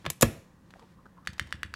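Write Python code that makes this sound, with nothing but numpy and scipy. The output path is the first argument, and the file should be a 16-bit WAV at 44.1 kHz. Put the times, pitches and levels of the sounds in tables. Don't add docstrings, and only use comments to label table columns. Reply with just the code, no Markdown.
import sys
import numpy as np
from scipy import signal
from scipy.fft import rfft, irfft
from scipy.io import wavfile

SR = 44100
rng = np.random.default_rng(int(sys.argv[2]) if len(sys.argv) > 2 else 0)


def generate_wav(sig):
    pcm = np.round(np.clip(np.atleast_2d(sig).T, -1, 1) * 32767).astype(np.int16)
    wavfile.write(sys.argv[1], SR, pcm)


N = 77175
T = np.arange(N) / SR
HZ = np.fft.rfftfreq(2 * N, 1 / SR)

# start_s, knock_db, body_ring_db, pitch_ratio
CASE_KNOCKS = [(.0452, -38.5, -51, 0.75), (.0524, -27, -51, 1.04), (.0549, -31.5, -49, 1.5),
               (.0632, -14, -41, 1.22), (.0649, -19.5, -40.5, 0.94), (.1023, -31, -47.5, 0.58),
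               (.211, -30.5, -46.5, 1.4), (0.2271, -2, -19, 1), (.2323, -11.5, -28, 1.09)]
# start_s, crack_db, shell_ring_db
EDGE_CLICKS = [(0.1019, -21, -30), (.211, -21.5, -25), (0.2195, -28.5, -50), (0.2223, -19, -15),
               (0.2263, -13.5, -17.5)]


def amp(db):
    return 10 ** (np.asarray(db) / 20)


def unit(x):
    return x / np.sqrt(np.mean(x ** 2) + 1e-20)


def along(points, hz):
    freqs, values = np.transpose(points)
    return np.interp(np.log(hz + 1), np.log(freqs + 1), values)


def fade(t60, t=T):
    return np.exp(-np.log(1000) * t / t60)


def add(out, start_s, x):
    i = max(round(start_s * SR), 0)
    out[i:] += x[:max(N - i, 0)]


def filtered(x, gain):
    return irfft(rfft(x, 2 * N) * gain)[:N]


def noise(gain):
    return unit(irfft(rfft(rng.standard_normal(2 * N)) * gain)[:N])


def eq_noise(eq, pitch=1):
    return noise(amp(along(eq, HZ / pitch)))


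def band(hz, width):
    return 1 / (1 + ((HZ / hz - hz / (HZ + 1)) / width) ** 2)


def pulse(eq, pitch=1):
    cepstrum = irfft(np.log(amp(along(eq, HZ / pitch))))
    cepstrum[1:N] *= 2
    cepstrum[N + 1:] = 0
    click = irfft(np.exp(rfft(cepstrum)))[:N]
    return click / np.abs(click).max()


def ring(modes, pitch=1, scatter_db=1):
    return sum(amp(db + scatter_db * rng.standard_normal()) * np.sin(2 * np.pi * hz * pitch * T) * fade(t60)
               for hz, db, t60 in modes)


def room(x, walls_db, tail_db):
    reflections = [(.0095, -20.5), (0.015, -22.5), (0.0176, -24), (.0258, -30), (.028, -23)]
    reverb_decay = [(100, .4), (500, .4), (2000, .48), (7000, 0.52), (15000, .32)]
    reverb_eq = [(60, 9.5), (300, 1.5), (900, -8.5), (2000, 0), (4000, -1), (8000, -2.5), (16000, -8.5)]
    hz, t, spectra = signal.stft(eq_noise(reverb_eq), SR, nperseg=256)
    spectra *= fade(along(reverb_decay, hz)[:, None], t)
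    build_up = 1 - np.exp(-T / 0.0062)
    tail = signal.istft(spectra, SR, nperseg=256)[1][:N] * build_up
    response = amp(tail_db) * tail / np.linalg.norm(tail)
    for delay_s, db in reflections:
        echo = eq_noise(reverb_eq) * fade(t60=0.028)
        add(response, delay_s, amp(db + walls_db) * echo / np.linalg.norm(echo))
    return x + signal.fftconvolve(x, response)[:N]


def room_tone():
    rumble_eq = [(15, -41), (25, -7.5), (195, -1.5), (236, -7.5), (301, -10), (439, -18.5), (531, -13),
                 (641, -22.5), (1100, -17.5), (1290, -24.5), (1940, -23.5), (2110, -32), (16000, -45)]
    return amp(-58) * eq_noise(rumble_eq) + amp(-65) * noise(band(hz=183, width=0.06))


def finger_slip():
    slip_eq = [(100, -25), (350, 1), (700, -10.5), (1200, 0), (1620, -0.5), (2000, -27), (5000, -30),
               (16000, -50)]
    start_s, gap_s = 1.056, 0.0025
    out = np.zeros(N)
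    slip = amp(-45.5) * pulse(slip_eq)
    for k, jitter in enumerate(rng.standard_normal(size=5)):
        add(out, start_s + gap_s * (k + 0.16 * jitter), slip)
    return out


def swell(peak_s, half_width_s):
    return np.exp(-2 * ((T - peak_s) / half_width_s) ** 2)


def hands():
    skin_rubs = [(0.364, 0.016, -53.5, 620), (0.761, 0.015, -59.5, 680), (0.798, .02, -62.5, 1100),
                 (0.831, 0.021, -54, 936), (0.831, 0.017, -58, 470), (0.996, 0.032, -62, 1100),
                 (1.184, 0.016, -56.5, 1000), (1.235, .05, -66, 1250)]
    palm_slides = [(0.016, 0.068, -65.5), (0.796, 0.21, -71), (0.903, 0.055, -73.5), (1.468, .1, -68)]
    key_touches = [(.706, -50, .8, -53), (0.7387, -34.5, 0.88, -65), (.76, -46, .42, -74),
                   (.769, -49, 0.33, -66), (0.795, -44.5, 0.54, -56.5), (.826, -48.5, 1.36, -68),
                   (1.179, -46, 0.68, -80), (1.251, -50, 0.69, -57), (1.261, -59.5, 1.2, -56.5),
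                   (1.332, -60, 0.81, -46), (1.3814, -41, 0.58, -47), (1.388, -63, 0.56, -63),
                   (1.472, -52.5, 0.95, -52), (1.507, -46.5, 0.57, -55), (1.519, -61.5, 0.53, -74)]
    scuff_eq = [(200, -7), (1000, 2), (3800, 0.5), (7000, -6), (11000, -13.5), (16000, -26)]
    tick_eq = [(100, -5), (500, -10), (1100, -7), (1750, 1), (3000, -12.5), (5000, -29), (9000, -31),
               (16000, -54)]
    out = np.zeros(N)
    for peak_s, half_width_s, db, hz in skin_rubs:
        out += amp(db) * noise(band(hz, width=0.26)) * swell(peak_s, half_width_s)
    for peak_s, half_width_s, db in palm_slides:
        out += amp(db) * eq_noise(scuff_eq) * swell(peak_s, half_width_s)
    for start_s, tick_db, pitch, scuff_db in key_touches:
        scuff = amp(scuff_db) * eq_noise(scuff_eq) * fade(t60=0.031)
        add(out, start_s, amp(tick_db) * pulse(tick_eq, pitch) + scuff)
    return out


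def space_bar():
    # start_s, level_db, pitch_ratio, boom_db, rattle_relative_db, wire_ping_db
    bar_taps = [(1.2732, -17.5, 0.99, -44, -13, -37.5), (1.3962, -13.5, 1.058, -39.5, -18, -44),
                (1.5257, -18, 1, -42, -18.5, -48.5), (1.6322, -18, .99, -42.5, -20, -51),
                (1.7399, -24, 0.9, -41, -14, -43)]
    clack_eq = [(100, -21), (400, -33), (750, -19), (1200, -3.5), (1750, 4), (2400, -8.5), (3000, -10.5),
                (5000, -27.5), (9000, -21), (16000, -42)]
    bar_modes = [(535, -35, 0.049), (1720, -32, 0.029), (1990, -26.5, 0.04), (2920, -15, 0.018),
                 (3430, -29, 0.06), (3910, -32, 0.04), (7920, -27, 0.017)]
    rattle_eq = [(200, -36), (700, -7.5), (1700, -1.5), (4500, -0.5), (6500, -6.5), (10000, -20.5),
                 (16000, -25)]
    thump_eq = [(25, -25), (72, -3), (110, -4.5), (210, -16.5), (400, -31), (1000, -63), (8000, -100)]
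    boom_modes = [(70.2, 2, 0.19), (88, 0, 0.21), (132.5, -2.5, 0.15), (207, 0, 0.11), (335, -4, 0.099)]
    wire_hz, wire_t60_s = 4510, 0.055
    thump_delay_s, boom_delay_s, boom_rise_s = 0.01845, 0.00681, 0.012
    bloom = 1 - np.exp(-T / boom_rise_s)
    out = np.zeros(N)
    for start_s, db, pitch, boom_db, rattle_db, wire_db in bar_taps:
        add(out, start_s, amp(wire_db) * ring([(wire_hz, 0, wire_t60_s)]))
        rattle = amp(rattle_db) * eq_noise(rattle_eq) * fade(t60=0.021)
        add(out, start_s, amp(db) * (pulse(clack_eq, pitch) + ring(bar_modes, pitch) + rattle))
        add(out, start_s + thump_delay_s, -amp(boom_db + 2.5) * pulse(thump_eq))
        add(out, start_s + boom_delay_s, amp(boom_db) * ring(boom_modes) * bloom)
    return out


def case_ring():
    body_modes = [(80, -14.5, 0.16), (103, -5, 0.054), (152, -1, .1), (228.7, -1, 0.12), (330, 1, 0.092),
                  (470, -11, 0.12), (543, -1.5, 0.06), (1090, 0.5, 0.042), (1700, -10.5, 0.062),
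                  (2140, -15, 0.038), (3248, -11.5, .07)]
    shell_modes = [(3760, -15.5, .04), (5104, -10.5, .04), (5820, -20, 0.049), (6420, -28, .04),
                   (7075, 1, 0.03), (7680, -9, 0.039), (8900, -15.5, .04), (10380, -5, 0.026),
                   (11460, -15, .04), (12030, -13.5, 0.049)]
    out = np.zeros(N)
    for start_s, _, body_db, _ in CASE_KNOCKS:
        add(out, start_s, -amp(body_db) * ring(body_modes))
    for start_s, _, shell_db in EDGE_CLICKS:
        add(out, start_s, amp(shell_db) * ring(shell_modes))
    return out


def case_impacts():
    knock_eq = [(20, -33.5), (60, -24), (150, -1.5), (500, -2.5), (800, -5), (1150, -1), (2000, -4),
                (3500, -13), (7000, -25.5), (16000, -42.5)]
    mat_thuds = [(0.072, -27.5, 150, 0.095), (.2274, -5, 520, 0.023), (.2302, -13.5, 220, 0.046),
                 (.23, -15.5, 112, 0.086)]
    crack_eq = [(300, -5.5), (1500, -0.5), (4000, -3), (6500, 0.5), (9000, -2), (12000, 4), (16000, -22)]
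    shake_eq = [(40, -6), (90, 5.5), (300, -0.5), (600, -4.5), (900, -16.5), (2500, -17), (6000, -31),
                (11000, -23.5), (16000, -35.5)]
    landing_s, bass_lag_s, lag_corner_hz = 0.229, 0.00528, 267
    dispersion = np.exp(-2j * np.pi * bass_lag_s * lag_corner_hz * np.arctan(HZ / lag_corner_hz))
    out = np.zeros(N)
    for start_s, db, _, pitch in CASE_KNOCKS:
        grit = amp(-10.5) * eq_noise(knock_eq, pitch) * fade(t60=0.023)
        knock = filtered(pulse(knock_eq, pitch), dispersion)
        add(out, start_s, amp(db) * (grit - knock))
    for start_s, db, hz, t60 in mat_thuds:
        add(out, start_s, amp(db) * ring([(hz, 0, t60)]))
    for start_s, db, _ in EDGE_CLICKS:
        add(out, start_s, amp(db) * eq_noise(crack_eq) * fade(t60=0.02))
    add(out, landing_s, amp(-30) * eq_noise(shake_eq) * fade(t60=0.36))
    return out


def scene():
    low_cut_hz = 52
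    low_cut = signal.butter(3, low_cut_hz, "high", fs=SR, output="sos")
    contacts = room(case_impacts() + hands() + finger_slip(), walls_db=-2, tail_db=-21.5)
    ringing = room(case_ring(), walls_db=-12.5, tail_db=-31)
    handling = signal.sosfilt(low_cut, contacts + ringing)
    tapping = room(space_bar(), walls_db=-2, tail_db=-20)
    return (tapping + handling + room_tone())[None]


def record(dry):
    top_hz = 16200
    high_cut = 1 / (1 + (HZ / top_hz) ** 120)
    return filtered(np.clip(dry[0], -1, 1), high_cut)[None]


dry = scene()
out = record(dry)
generate_wav(out)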